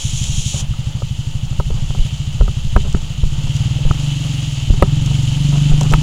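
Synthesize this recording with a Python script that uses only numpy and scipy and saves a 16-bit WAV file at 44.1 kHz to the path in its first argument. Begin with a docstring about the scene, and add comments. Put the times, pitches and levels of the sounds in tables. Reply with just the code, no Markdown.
"""A single-cylinder quad chugs at idle in a garden, then pulls away; each firing rings silencer and pipe.
The microphone sits in a small handheld camera, so the handling is as close as can be:
pushes thump the microphone and knocks ring the plastic shell, clipping the input.
Engine clatter and a brighter hiss at the start come through the shell's treble resonances.
Behind them lie a dull drone, a low rumble and a thin whine."""
import sys
import numpy as np
from scipy import signal
from scipy.fft import rfft, irfft, next_fast_len
from scipy.io import wavfile
from scipy.ndimage import map_coordinates

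SR = 44100
rng = np.random.default_rng(int(sys.argv[2]) if len(sys.argv) > 2 else 0)


def output_pcm(signal):
    """Save a mono or channel-first signal as 16-bit PCM at the path in sys.argv[1].

    Samples are clipped to [-1, 1] before scaling.
    """
    pcm = np.clip(np.atleast_2d(signal).T, -1, 1) * 32767
    wavfile.write(sys.argv[1], SR, np.round(pcm).astype(np.int16))


N = 265482

# engine speed: t/s, firing rate/Hz
FIRING_RATE = [(0.0, 12.277), (0.52, 12.084), (1.04, 12.56), (1.26, 12.38), (2.48, 13.745), (2.62, 12.483),
               (3.0, 13.735), (3.2, 12.384), (3.32, 16.587), (3.84, 20.691), (4.04, 24.347), (4.22, 21.954),
               (4.38, 23.051), (4.52, 19.741), (4.82, 19.842), (5.1, 23.644), (5.18, 22.737),
               (6.02, 25.413)]
# strength of a firing: t/s, silencer level/dB, tail pipe level/dB
FIRING_LEVELS = [(0.0, -14.5, -16.5), (0.5, -16, -17), (1.3, -16, -16), (2.0, -18, -15), (2.6, -16, -16.5),
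                 (3.12, -23, -17.5), (3.38, -18, -13), (3.62, -12, -12.5), (3.98, -21.5, -13),
                 (4.3, -20, -11.5), (4.56, -18, -15), (4.72, -16.5, -14), (4.94, -13, -8.5),
                 (5.1, -15.5, -9.5), (5.3, -12.5, -11), (5.45, -40, -7), (5.7, -22, -7.5),
                 (5.88, -11.5, -8.5), (6.02, -17, -7)]
# exhaust modes: f/Hz, level/dB, t60/s
SILENCER_MODES = [(113, 3.5, 0.13)]
CHAMBER_MODES = [(60, -30, 0.081), (78, 4.5, 0.058)]
OUTLET_MODES = [(189.4, -10.5, 0.16), (222, -9, 0.053)]
PIPE_MODES = [(145.2, 0.5, 0.2)]
PIPE_SPEED_MODES = [(150.6, -13, 0.3), (271, -9, 0.077), (285, -24.5, 0.031)]
# pushes on the microphone: t/s, signed pressure/relative, rise/ms, swing f/Hz, t60/s
MIC_PUSHES = [(.385, 0.3, 5.9, 30, 0.088), (.692, 0.48, 6, 48, .08), (1.512, 0.07, 6, 33, 0.11),
              (1.595, 0.6, 3, 37, 0.066), (1.662, 0.4, 7.5, 21, 0.12), (1.721, -0.4, 2, 58, 0.06),
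              (1.756, -0.4, 4.4, 36, 0.037), (1.868, 0.3, 7, 25, 0.067), (1.909, 0.35, 5, 19, 0.077),
              (1.998, 1.07, 4, 19.3, 0.13), (2.016, -.53, 5.1, 29, .071), (2.408, -1.25, 2.9, 56, 0.063),
              (2.418, 0.8, 3.6, 37.4, 0.32), (2.489, 0.35, 5, 44, .081), (2.678, 0.54, 8.5, 9.6, 0.22),
              (2.761, 1.58, 3.1, 62, .043), (2.767, -.95, 1, 11, 0.13), (2.947, 1.2, 1.4, 67, 0.025),
              (2.972, 0.3, 2.8, 26, 0.059), (3.236, -1.9, 1.84, 68, 0.011), (3.247, 0.37, 5, 14.6, .35),
              (3.458, 0.45, 8, 13, 0.091), (3.856, 1.09, 2.1, 17.4, .22), (3.909, 1.5, 1, 72, 0.026),
              (4.704, -2.3, 2.5, 94, 0.025), (4.712, 0.97, 2.6, 16, .13), (4.743, 0.85, 3.5, 16, 0.077),
              (4.823, 1.36, 2.3, 66, 0.062), (4.846, 0.46, 3.8, 19, .088), (5.72, -1.1, 8, 28, 0.052),
              (5.738, 0.75, 5.7, 10, .13), (5.939, 1.4, 9.8, 43, 0.055)]
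# knocks on the camera: t/s, level/dB, tilt/dB per octave, ring length/ratio, favoured f/Hz
SHELL_KNOCKS = [(0.54, -29, 0, 1.24, 638), (0.736, -37, 9, .85, 1300), (1.02, -22, 2, 0.56, 605),
                (1.526, -34, 5, .7, 509), (1.599, -12.5, 5, 0.69, 947), (1.703, -23, -2, 0.62, 487),
                (1.905, -23.5, 0, 0.46, 690), (1.948, -21.5, -0.5, 0.76, 607), (1.985, -34, -4, .8, 460),
                (2.059, -35, 1, 1.25, 1300), (2.409, -17, 1, 1.07, 440), (2.479, -17, -0.5, 0.64, 1280),
                (2.761, .6, 1.5, 0.71, 870), (2.849, -29, -3.5, 1.06, 420), (2.945, -1.5, 0.5, 0.28, 1100),
                (2.967, -27.5, -2, 0.49, 500), (3.234, -28, -3, 0.81, 455), (3.47, -28.5, -5, .6, 804),
                (3.789, -32, -3, .45, 500), (3.851, -26, -5, .45, 452), (3.909, -5, 3.5, 0.34, 1270),
                (4.7, -27, -3, 0.63, 500), (4.737, -20, -4, 0.51, 821), (4.797, -32, -1, 1.2, 805),
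                (4.823, 3.5, 2, 0.66, 594), (4.969, -34, 0, .45, 800), (5.073, -25.5, -1, .7, 786),
                (5.109, -28.5, -4.5, 1.5, 890), (5.523, -28, 3, 1.5, 810), (5.553, -26, 2, .8, 800),
                (5.716, -25.5, -1.5, 1.1, 746), (5.812, -19, -3, 1.06, 774), (5.834, -28.5, -2, 1.15, 756),
                (5.915, -22, -3, 1, 480), (5.925, -20, 0, 1.1, 750), (5.936, 3.6, 6.5, 0.38, 960)]
# modes of the plastic shell: f/Hz, level/dB, t60/s
SHELL_MODES = [(189.4, 1.5, 0.12), (322, -36, 0.0078), (397, -11, 0.15), (469, -2.5, 0.039),
               (561, 0.5, 0.033), (736, 1, 0.031), (931, -2, 0.042), (1277, 0.5, 0.044),
               (1650, -19.5, 0.042), (2325, -28, .015)]
# finger strokes on the shell: t/s, length/s, level/dB
FINGER_RUBS = [(.22, 0.065, -33.5), (.5, 0.19, -26), (1.711, 0.11, -28), (2.821, 0.086, -24.5),
               (5.512, 0.1, -21), (5.691, .07, -22), (5.827, 0.053, -17.5), (5.898, 0.075, -16)]
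# ticks of grit: t/s, level/dB
GRIT_TICKS = [(0.2399, -10), (0.6, -12), (1.948, -29), (1.985, -28), (2.0644, -22), (2.9262, -18),
              (3.5648, -15), (5.0597, -14.5), (5.8095, -8), (5.8316, -11), (5.909, -14), (5.923, -10)]
# loudness of the noise layers: t/s, level/dB
CLATTER_LEVEL = [(0.68, -38), (1.7, -37.5), (2.05, -34.5), (2.25, -37), (2.9, -36), (3.15, -37.5),
                 (3.58, -33), (3.8, -34.5), (4.1, -31.5), (4.45, -31.5), (4.88, -34.5), (5.13, -31.5),
                 (5.45, -30.5), (6.02, -31)]
HISS_LEVEL = [(0, -27), (.25, -28), (.61, -26.5), (.63, -43), (.7, -90)]
RUMBLE_LEVEL = [(0, -23), (0.7, -22.5), (1.3, -25), (1.85, -16.5), (2.25, -26.5), (2.6, -20.5),
                (3.3, -20.5), (3.6, -40), (3.9, -19), (4.2, -36), (4.95, -20.5), (5.3, -21.5), (5.6, -43),
                (6.02, -16.5)]
# colour of the noise layers: f/Hz, relative level/dB
CLATTER_SPECTRUM = [(1120, -46), (1900, -15.5), (2440, -11), (2620, -5), (3050, 1), (3330, -4.5),
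                    (4050, -10), (4470, -10.5), (5490, -14.5), (6920, -8), (7770, -15.5), (8620, -25),
                    (9130, -19), (12800, -34.5), (16000, -38)]
HISS_SPECTRUM = [(1180, -54), (2000, -20), (3200, 1), (3520, -4), (3810, -5), (4340, -9.5), (5030, -12.5),
                 (5440, -6.5), (6940, 1), (8550, -17.5), (9330, -11), (11500, -25), (12700, -33),
                 (15100, -33), (16000, -38)]
DRONE_SPECTRUM = [(180, -36), (300, 3), (371, -11), (411, -8), (564, -4.5), (668, -7.5), (908, -3.5),
                  (1010, -11.5), (1220, -7.5), (1480, -11.5), (2300, -18), (2990, -49), (5060, -120)]
RUMBLE_SPECTRUM = [(6, -51), (14, 18.5), (30, -4), (60, 0), (200, -13.5), (400, -63)]
GAS_SPECTRUM = [(90, -30), (170, 0), (230, -6), (330, -24), (500, -40)]
MIC_SPECTRUM = [(5000, -17), (12000, 1), (16000, 0), (17000, -10)]
# clatter bands that flutter separately: low f/Hz, high f/Hz
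FLUTTER_BANDS = [(0, 4200), (4200, 8500), (8500, 12000), (12000, 20000)]


def exhaust(rate, cycles):
    """One firing per four-stroke cycle rings silencer and pipe; the unbalanced crank shakes twice."""
    firings = np.diff(np.floor(cycles), prepend=0) * amp(0.24 * wobble(13))
    silencer_db, pipe_db = curves(FIRING_LEVELS)
    silencer_pulses, pipe_pulses = firings * amp(silencer_db), firings * amp(pipe_db)
    t = np.arange(SR // 2) / SR
    # the silencer first sucks in, its outlet and the pipe push out
    chug = -excite(silencer_pulses, ring(SILENCER_MODES, t, 0.00052))
    # a short swell of pressure runs ahead of each firing
    lead = round(0.0068 * SR)
    chug += np.convolve(silencer_pulses * amp(-8), np.hanning(lead))[lead - 1:]
    # the big chamber and the outlet speak mostly at idle
    idle_pulses = silencer_pulses * amp(-.6 * np.clip(rate - 17, 0, 9))
    chug += excite(idle_pulses, ring(OUTLET_MODES, t, 0.0006) - ring(CHAMBER_MODES, t, 0.00032))
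    boom = excite(pipe_pulses, ring(PIPE_MODES, t, 0.00065))
    # at speed the pipe rings longer and its overtones build up
    hum = excite(pipe_pulses * np.clip(rate / 21, 0, 1) ** 3.1, ring(PIPE_SPEED_MODES, t, 0.003))
    shake = amp(pipe_db - 15) * (rate / 23) ** 2 * np.cos(4 * np.pi * cycles)
    # turbulent gas puffs out after each firing
    puffs = excite(pipe_pulses, t / 0.0033 * np.exp(-t / 0.0084))
    gas = amp(-24) * puffs * coloured(GAS_SPECTRUM, noise())
    # the silencer swallows everything above its chambers' range
    return filtered(chug + boom + hum + shake + gas, lambda hz: 1 / (1 + (hz / 330) ** 8))


def clatter(cycles):
    """Valve gear and cooling air: fluttering noise with four tappet strikes and one swell per cycle."""
    air = np.zeros(N)
    for low, high in FLUTTER_BANDS:
        flutter = amp(.4 * wobble(9) + .7 * wobble(45))
        air += flutter * filtered(grainy_noise(1.1), lambda hz: (hz >= low) & (hz < high))
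    level_db, = curves(CLATTER_LEVEL)
    tappets_db = .5 * np.cos(8 * np.pi * cycles)
    throb_db = .67 * np.cos(2 * np.pi * cycles - .7)
    return amp(level_db + tappets_db + throb_db) * coloured(CLATTER_SPECTRUM, air)


def pushes():
    """Pressure right on the microphone builds to a cusp, then swings back and dies."""
    t, thumps = np.arange(N) / SR, np.zeros(N)
    for at, pressure, rise_ms, swing_hz, t60 in MIC_PUSHES:
        rise = rise_ms / 1000
        near = slice(max(round((at - 8 * rise) * SR), 0), round((at + t60) * SR))
        age = t[near] - at
        swing = amp(-60 * age / t60) * np.cos(2 * np.pi * swing_hz * age)
        thumps[near] += pressure * np.where(age < 0, np.exp(age / rise), swing)
    return filtered(thumps, lambda hz: 1 / (1 + (hz / 260) ** 2))


def knocks():
    """Each knock rings the shell around the microphone, with a short crack and a dull scuff."""
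    rings, scuffs, cracks = np.zeros((3, N))
    t = np.arange(SR // 5) / SR
    for at, db, tilt_db, ring_length, spot_hz in SHELL_KNOCKS:
        modes = []
        for hz, mode_db, t60 in SHELL_MODES:
            detune, scatter_db = noise(2) * [.015, 2]
            # where the knock lands favours the modes near one pitch
            spot_db = 7 * np.exp(-(np.log(hz / spot_hz) / 0.2) ** 2)
            mode_db += tilt_db * np.log2(hz / 800) + scatter_db + spot_db
            modes.append((hz * (1 + detune), mode_db, t60 * ring_length))
        rattle = 1 + 0.17 * noise(len(t))
        crack_db = 1.35 * db - 7.5  # hard blows crack far more than soft ones
        add(cracks, at + 0.00093, amp(crack_db - 60 * t / 0.0065) * noise(len(t)))
        add(rings, at + 0.00042, amp(db - 2.5) * ring(modes, t, 0.00059) * rattle)
        add(scuffs, at + .0005, amp(db + 5 - 60 * t / (.025 * ring_length)) * noise(len(t)))
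    rings = filtered(rings, lambda hz: 1 / (1 + 1j * hz / 1900) ** 3)
    cracks = filtered(cracks, lambda hz: 1 / (1 + 1j * hz / 4000))
    return rings + cracks + filtered(scuffs, scuff_response)


def rubs():
    """Fingers rub the shell in short swells of dull noise."""
    strokes = np.zeros(N)
    for at, length, db in FINGER_RUBS:
        swell = np.hanning(round(length * SR))
        add(strokes, at, amp(db) * swell * noise(len(swell)))
    return filtered(strokes, scuff_response)


def ticks():
    """Grit ticks: tiny noise bursts through two treble resonances."""
    t, bursts = np.arange(SR // 5) / SR, np.zeros(N)
    for at, db in GRIT_TICKS:
        add(bursts, at, amp(db - 60 * t / 0.015) * (1 - np.exp(-t / 0.0009)) * noise(len(t)))
    return 1.68 * filtered(bursts, lambda hz: resonance(hz, 6700, 2600) ** 2 - .7 * resonance(hz, 3050, 700))


def hiss():
    """A bright, grainy hiss that drops away within the first second."""
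    level_db, = curves(HISS_LEVEL)
    return amp(level_db + wobble(29.3)) * coloured(HISS_SPECTRUM, grainy_noise(1.1))


def drone(rate, idle_hz=12.5):
    """A dull midrange noise that grows with engine speed."""
    level_db = -45.5 + .5 * (rate - idle_hz)
    return amp(level_db + 1.3 * wobble(12)) * coloured(DRONE_SPECTRUM, grainy_noise(0.87))


def rumble():
    """Deep noise heaves unevenly under everything."""
    level_db, = curves(RUMBLE_LEVEL)
    return amp(level_db + 2.5 * wobble(6.3)) * coloured(RUMBLE_SPECTRUM, noise())


def noise_floor(whine_hz=11988):
    """A thin, nearly steady whine and the microphone's own noise."""
    phase = 2 * np.pi * np.cumsum(whine_hz + 4 * wobble(22.7)) / SR
    return np.sqrt(2) * amp(-73) * np.sin(phase) + amp(-64) * coloured(MIC_SPECTRUM, noise())


def amp(db):
    return 10 ** (np.asarray(db) / 20)


def curves(rows):
    """One value per sample for each column after the time."""
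    times, *columns = np.transpose(rows)
    return [np.interp(np.arange(N) / SR, times, column) for column in columns]


def noise(count=N):
    return rng.standard_normal(count)


def wobble(rate):
    """A smooth random curve, rate knots a second."""
    return map_coordinates(noise(int(N * rate / SR) + 4), [np.arange(N) * rate / SR])


def grainy_noise(spread_db):
    """Noise whose level flickers fast."""
    return noise() * amp(spread_db * wobble(400))


def filtered(x, response):
    """x through a frequency response."""
    size = next_fast_len(N + SR // 2)
    return irfft(rfft(x, size) * response(np.fft.rfftfreq(size, 1 / SR)), size)[..., :N]


def coloured(spectrum, source):
    """The source shaped by a spectrum table, rms 1."""
    points_hz, db = np.transpose(spectrum)
    x = filtered(source, lambda hz: amp(np.interp(np.log(hz + 1), np.log(points_hz), db, -120, -120)))
    return x / np.std(x)


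def resonance(hz, centre_hz, width_hz):
    """Band-pass response of one mode."""
    return 1j * hz * width_hz / (centre_hz ** 2 - hz ** 2 + 1j * hz * width_hz)


def scuff_response(hz):
    """The broad, dull band of a scuff on the shell."""
    return resonance(hz, 650, 1300) ** 2 / (1 + (hz / 1600) ** 6)


def ring(modes, t, attack_s):
    """Damped sines with a soft start."""
    sines = sum(amp(db - 60 * t / t60) * np.sin(2 * np.pi * hz * t) for hz, db, t60 in modes)
    return (1 - np.exp(-t / attack_s)) * sines


def excite(pulses, response):
    """Each pulse sets off the response."""
    return signal.fftconvolve(pulses, response)[:N]


def add(track, at, sound):
    """Mix a sound into the track at a time in seconds."""
    part = track[round(at * SR):][:len(sound)]
    part += sound[:len(part)]


def scene():
    """Quad, handling and background at the one microphone."""
    rate, = curves(FIRING_RATE)
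    cycles = .397 + np.cumsum(rate) / SR
    quad = exhaust(rate, cycles) + clatter(cycles)
    background = drone(rate) + rumble() + hiss() + noise_floor()
    handling = pushes() + knocks() + rubs() + ticks()
    return (quad + handling + background)[None]


def record(dry, top_hz=16000):
    """The camera's input clips, a coupling capacitor lets the flat tops sag, and the band ends steeply."""
    clipped = dry / (1 + np.abs(dry / .95) ** 24) ** (1 / 24)
    sagged = filtered(clipped, lambda hz: 1j * hz / (9 + 1j * hz))
    return np.clip(filtered(sagged, lambda hz: hz < top_hz), -1, 1)


dry = scene()
out = record(dry)
output_pcm(out)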